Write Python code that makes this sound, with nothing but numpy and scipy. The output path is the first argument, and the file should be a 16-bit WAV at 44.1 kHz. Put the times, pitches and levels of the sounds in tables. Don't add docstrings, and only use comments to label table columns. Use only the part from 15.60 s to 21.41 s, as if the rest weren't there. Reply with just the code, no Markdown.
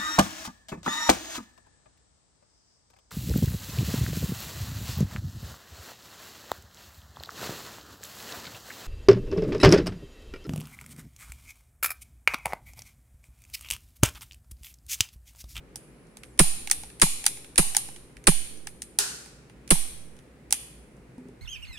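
import sys
import numpy as np
from scipy import signal
from scipy.fft import rfft, irfft, next_fast_len
from scipy.io import wavfile
from scipy.ndimage import uniform_filter1d

SR = 44100
rng = np.random.default_rng(int(sys.argv[2]) if len(sys.argv) > 2 else 0)


def to_wav(sig):
    pcm = np.clip(np.atleast_2d(sig), -1, 1) * 32767
    pcm = np.round(pcm).astype(np.int16)
    wavfile.write(sys.argv[1], SR, pcm.T)


N = 256220
SIZE = 8192
HZ = np.maximum(np.arange(SIZE // 2 + 1) * SR / SIZE, 1)
T = np.arange(SIZE) / SR
MIRROR = np.array([[1], [-1]])


def amp(db):
    return 10 ** (np.asarray(db) / 20)


def along(table, hz):
    table_hz, value = np.transpose(table)
    return np.interp(np.log(hz), np.log(table_hz), value)


def shape(x, db, cycles):
    late_s = 0.0022 + cycles / np.maximum(HZ, 150)
    turns = np.cumsum(late_s) * SR / SIZE
    return irfft(rfft(x) * amp(db) * np.exp(-2j * np.pi * turns), SIZE)


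def peak(x, db):
    return x * amp(db) / np.abs(x).max()


def add(out, s, x):
    i = max(int(s * SR), 0)
    out[:, i:i + x.shape[-1]] += x[..., :N - i]


def pan(db):
    return amp(db * MIRROR / 2)


def pair(alike):
    mid, side = rng.standard_normal((2, SIZE))
    return np.sqrt((1 + alike) / 2) * mid + np.sqrt((1 - alike) / 2) * side * MIRROR


def burst(ms, rise_ms, fall_ms):
    t = np.maximum(T * 1000 - ms, 0)
    return (1 - np.exp(-t / rise_ms)) * np.exp(-t / fall_ms)


def ring(modes, scatter_db):
    hz, db, t60 = np.transpose(modes)[:, :, None]
    gain = rng.standard_normal((2, len(modes), 1))
    phase = rng.random((2, len(modes), 1))
    hz = hz * (1 + 0.0037 * rng.standard_normal(hz.shape))
    decay = amp(-60 * T / t60)
    tones = amp(db + scatter_db * gain) * decay * np.sin(2 * np.pi * (hz * T + phase))
    return tones.sum(axis=1)


def puff(db, ms):
    noise = burst(0, .05, ms) * pair(.5)
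    noise = .4 * noise / np.sqrt((noise ** 2).sum(axis=1, keepdims=True))
    edge = T == 0
    return amp(db) * (noise + edge)


# start in seconds, peak of the steel contact in dB, frame
# thump in dB, left minus right of the thump in dB, lead of the sear tick in ms, sear tick in dB.
STRIKES = [(0.7914, 4.5, -7, -6, 15, -38.5), (1.4162, 3.5, -13.5, -4.0, 18.2, -23.5),
           (1.9784, 3, -13.5, -8, 20.4, -22), (2.6702, 2.5, -10.5, -13.5, 30, -35),
           (4.1054, 2.5, -10.5, -10.5, 28.5, -32)]
STRIKE_ROOM_DB = -27


def striker(dry, wet):
    for s, db, thump_db, pan_db, *_ in STRIKES:
        add(dry, s - .003, steel(db) + frame(thump_db) * pan(pan_db))
        add(wet, s, puff(db + STRIKE_ROOM_DB, 1.5))
        add(dry, s + .011, slow_dip(thump_db - 5) * pan(pan_db))


# time after the blow in ms, steel in dB, frame in dB.
REBOUNDS = [(0, 2, -9.5), (3.6, 4, -3), (9.5, -6, -1), (14.5, -7, -7), (20, -11.5, -20)]
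# frequency in Hz, relative level in dB per Hz.
STRIKE_COLOUR = [(530, -33), (900, -7), (2110, -12), (3680, -12), (5630, -12), (6130, -19.5), (9610, -2),
                 (10500, -11.5), (12700, -34.5), (15200, -25), (16400, -40)]
# mode in Hz, relative level in dB, time to fall 60 dB in seconds.
STEEL = [(2401, -13, 0.1), (2670, -17.5, 0.049), (4130, -14.5, 0.044), (4690, -19.5, 0.019),
         (5570, -19, 0.055), (7000, -17.5, 0.1), (8600, -9, .07), (8590, -2.5, 0.052), (9500, -14, 0.078),
         (9410, -11.5, 0.061), (9660, -4.5, 0.16), (9800, -10, 0.066), (10790, -11.5, 0.039),
         (9990, -9, 0.035), (10970, -8, .07), (11500, -18.5, 0.0513)]


def steel(db):
    contact = sum(amp(steel_db) * burst(ms, 0.45, 1.15) for ms, steel_db, _ in REBOUNDS)
    crack = peak(shape(contact * pair(0.25), along(STRIKE_COLOUR, HZ), 5.7), db)
    fade_in = np.clip((T - .002) / 0.00376, 0, 1)
    return crack + amp(db - 11.5) * ring(STEEL, 1.5) * fade_in


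# frequency in Hz, relative level in dB.
FRAME_COLOUR = [(60, -37), (110, -0.5), (170, -2.5), (350, -4.5), (700, -14), (1400, -17), (2800, -16.5),
                (5000, -36.5)]
GRIP_HZ, GRIP_T60_S = 158.9, 0.072


def frame(db):
    push = sum(amp(frame_db) * burst(ms, 0.026, 0.062) for ms, _, frame_db in REBOUNDS)
    push = push * (1 + 1.31 * pair(.1))
    thump = peak(shape(-push, along(FRAME_COLOUR, HZ), 2.4), db)
    after = np.maximum(T - .022, 0)
    swing = amp(-60 * after / GRIP_T60_S) * np.sin(2 * np.pi * GRIP_HZ * after)
    return thump + amp(db - 4.5) * swing


def slow_dip(db):
    t = np.arange(SR // 2) / SR
    dip = (1 - np.exp(-t / 0.0033)) * np.exp(-(t / 0.04) ** 2)
    highpass = signal.butter(2, 2.05, "high", fs=SR, output="sos")
    return -peak(signal.sosfilt(highpass, dip), db)


# start in seconds, peak of the snap in dB, lows relative in dB,
# frame knock in dB, left minus right in dB.
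RESETS = [(1.1128, 1.5, 0.5, -24, 0), (1.664, 1.4, 0.5, -20, -1.5), (2.167, 2, -7, -15.5, -1),
          (3.3877, 0.3, -4, -19.5, -3.5), (4.9252, 1.15, -3, -19, -3)]
RESET_ROOM_DB = -37.5


def resets(dry, wet):
    for s, db, low_db, knock_db, pan_db in RESETS:
        add(dry, s - .003, click(db, low_db, knock_db, 1.84, -20.5) * pan(pan_db))
        add(wet, s, puff(db + RESET_ROOM_DB, 1.3))


# start in seconds, peak of the snap in dB, lows relative in dB, frame knock relative to the snap in dB.
TICKS = [(0.1579, -22, -7, -17), (0.469, -54, -2, -16), (0.57, -32, 7, -11), (0.634, -28.5, 17, -30),
         (1.0733, -18.5, 10.5, -13.5), (1.099, -19, 5, -32), (1.235, -28.5, 8, -5), (1.301, -37.5, 15, -15),
         (1.641, -19.5, 8, -14), (1.655, -18.5, 5, -22), (1.772, -32, 9, -10), (1.845, -35, 15, -15),
         (2.148, -13, 11, -12), (2.287, -34, 12, 0), (2.3613, -32, 9, -10), (2.5682, -35.5, 17, -21),
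         (2.9733, -39, -8, -16), (3.0708, -20.5, 9, -13), (3.22, -19.5, -2.5, -26), (3.66, -35, 8, -6.5),
         (3.897, -42, 19.5, -4), (4.091, -36.5, 9, -25), (4.5665, -44, 11, -11.5),
         (4.589, -41.5, 13.5, -12), (4.9076, -19.5, -3, -20.5), (5.3676, -54, -8.5, -20),
         (5.581, -48, 3, -5.5), (5.685, -49.5, 2, -10)]
SETTLE_MS, SETTLE_DB, SETTLE_KNOCK_DB = 48.5, -33, -25.5


def ticks(dry, wet):
    for s, db, low_db, knock_db in TICKS:
        tick(dry, wet, s, db, low_db, db + knock_db)
    for s, *_, lead_ms, db in STRIKES:
        tick(dry, wet, s - lead_ms / 1000, db, 7, db - 22)
        tick(dry, wet, s + SETTLE_MS / 1000, SETTLE_DB, 4, SETTLE_KNOCK_DB)


TICK_PAN_DB, TICK_ROOM_DB = -2, -34


def tick(dry, wet, s, db, low_db, knock_db):
    add(dry, s - .003, click(db, low_db, knock_db, 2.1, -16) * pan(TICK_PAN_DB))
    add(wet, s, puff(db + TICK_ROOM_DB, 1.5))


# frequency in Hz, relative level in dB per Hz.
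RESET_COLOUR = [(710, -44.5), (1200, -21), (1840, -12), (4090, -11), (6190, -4.5), (7460, -9), (7970, -6.5),
                (9590, -0.5), (11600, -14.5), (15000, -22.5), (16400, -30.5)]
# mode in Hz, relative level in dB, time to fall 60 dB in seconds.
FRAME_KNOCK = [(825, 5, 0.026), (1440, -9, .02)]


def click(db, low_db, knock_db, fall_ms, echo_db):
    tilt_db = low_db * np.clip(np.log2(6000 / HZ) / 1.28, 0, 1)
    echo = burst(8.5, 0.25, 2.8) + .5 * burst(16, 0.56, 3.9)
    contact = burst(0, 0.61, fall_ms) + amp(echo_db) * echo
    snap = peak(shape(contact * pair(.4), along(RESET_COLOUR, HZ) + tilt_db, 3.1), db)
    fade_in = np.clip((T - .003) / 0.0022, 0, 1)
    knock = ring(FRAME_KNOCK, 0.98)[0] * fade_in
    return snap + amp(knock_db) * knock


# start in seconds, peak in dB.
KNOCKS = [(5.581, -35), (5.61, -43), (5.655, -35), (5.689, -39), (5.723, -43.5)]
# mode in Hz, relative level in dB, time to fall 60 dB in seconds.
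TABLE = [(170, -4.5, 0.16), (250, -2, 0.2), (397, 1.5, 0.064), (898, -11, 0.021)]


def knocks(dry):
    for s, db in KNOCKS:
        onset = 1 - np.exp(-T / 0.0012)
        add(dry, s, peak(ring(TABLE, 1.9).mean(axis=0) * onset, db))


# time in seconds, fundamental in Hz.
SQUEAK = [(.2, 3250), (.24, 3500), (.29, 3530), (.325, 3800), (.395, 3450), (.43, 3500), (.465, 3240),
          (.495, 3190), (.55, 3720), (.61, 3950), (.685, 4270), (.72, 3720), (.785, 2980)]
THIRD_DB, SQUEAK_FADE_S = -70, .03
THIN_ABOVE_HZ, FALL_DB_PER_KHZ = 10700, 11
SECOND_DB, SECOND_PEAK_S, SECOND_WIDTH_S = -68, .67, .08


def squeak():
    s, hz = np.transpose(SQUEAK)
    t = np.arange(N) / SR
    pitch = uniform_filter1d(np.interp(t, s, hz), SR // 60)
    phase = 2 * np.pi * np.cumsum(pitch) / SR
    hoarse = 1 + 6.0 * uniform_filter1d(rng.standard_normal((2, N)), 150)
    fade = np.clip(np.minimum(t - s[0], s[-1] - t) / SQUEAK_FADE_S, 0, 1)
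    above_khz = np.maximum(3 * pitch - THIN_ABOVE_HZ, 0) / 1000
    third = amp(THIRD_DB - FALL_DB_PER_KHZ * above_khz) * np.sin(3 * phase)
    swell = np.exp(-((t - SECOND_PEAK_S) / SECOND_WIDTH_S) ** 2)
    second = amp(SECOND_DB) * swell * np.sin(2 * phase)
    return hoarse * fade * (third + second)


# frequency in Hz, #
# relative level in dB per Hz.
TAIL_COLOUR = [(180, -52), (300, -28), (407, -1), (448, -21), (571, -21), (629, -17.5), (1250, -12.5),
               (1430, -3.5), (2280, -19.5), (2430, -11.5), (3460, -13.5), (4330, -7), (4840, -7),
               (8780, -6), (13500, -21), (14500, -45)]
TAIL_S, TAIL_DB = 3.39, -28


def second_tail():
    impulse = np.zeros((2, N))
    add(impulse, TAIL_S, amp(TAIL_DB) * np.ones(1))
    return room(impulse, TAIL_COLOUR)


# frequency in Hz, relative level in dB per Hz.
ROOM_COLOUR = [(350, -59), (600, -30), (791, -10.5), (974, -26), (1060, -19), (1560, -20.5), (2430, -11),
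               (5420, -13), (8150, -10), (8700, -1.5), (9560, 0.5), (11100, -7), (13500, -21), (14100, -35),
               (15500, -34), (16400, -92.5)]
# frequency in Hz, time to fall 60 dB in seconds.
ROOM_T60 = [(500, 0.74), (1500, 0.77), (4000, 0.74), (9000, 0.64), (14000, 0.57)]


def room(wet, colour):
    t = np.arange(SR) / SR
    tail = sum(x * amp(-60 * t / along(ROOM_T60, hz)) for hz, x in bands(SR, colour))
    build_up = 1 - np.exp(-t / 0.0065)
    early = 1 + 1.7 * np.exp(-t / 0.016)
    tail = tail * build_up * early
    return signal.fftconvolve(wet, tail / tail[:, :SR // 10].std(), axes=1)[:, :N]


# frequency in Hz, relative level in dB per Hz.
AIR = [(25, -21.5), (45, -6), (58, 1.5), (85, -24), (120, -4.5), (150, -8), (290, -10.5), (500, -14),
       (650, -22.5), (1050, -26), (2400, -28), (3300, -36.5), (6300, -41), (8500, -38.5), (10500, -40.5),
       (13000, -49.5), (16000, -53.5)]
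# frequency in Hz, left-right correlation.
AIR_ALIKE = [(50, 0.93), (300, 0.89), (1500, 0.16), (8000, 0.061)]
AIR_DB = -51.5


def air():
    out = 0
    for hz, (mid, side) in bands(next_fast_len(N), AIR):
        alike = along(AIR_ALIKE, hz)
        wander = np.interp(np.arange(N), np.linspace(0, N, 24), rng.standard_normal(24))
        both = np.sqrt(1 + alike) * mid[:N] + np.sqrt(1 - alike) * side[:N] * MIRROR
        out = out + both * amp((0.75 + 60 / hz) * wander)
    return out * amp(AIR_DB) / out.mean(axis=0).std()


def bands(size, table):
    hz = np.maximum(np.arange(size // 2 + 1) * SR / size, 1)
    noise = rfft(rng.standard_normal((2, size))) * amp(along(table, hz))
    for mid in 25 * 2 ** (np.arange(29) / 3):
        weight = np.clip(1 - np.abs(3 * np.log2(hz / mid)), 0, 1)
        yield mid, irfft(noise * weight, size)


def scene():
    dry, wet = np.zeros((2, 2, N))
    striker(dry, wet)
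    resets(dry, wet)
    ticks(dry, wet)
    knocks(dry)
    return dry + squeak() + second_tail() + room(wet, ROOM_COLOUR) + air()


TOP_HZ = 16100


def record(dry):
    rounded = np.tanh(1.046 * dry) / 1.131
    lowpass = signal.ellip(8, .2, 70, TOP_HZ, fs=SR, output="sos")
    return signal.sosfilt(lowpass, rounded)


dry = scene()
out = record(dry)
to_wav(out)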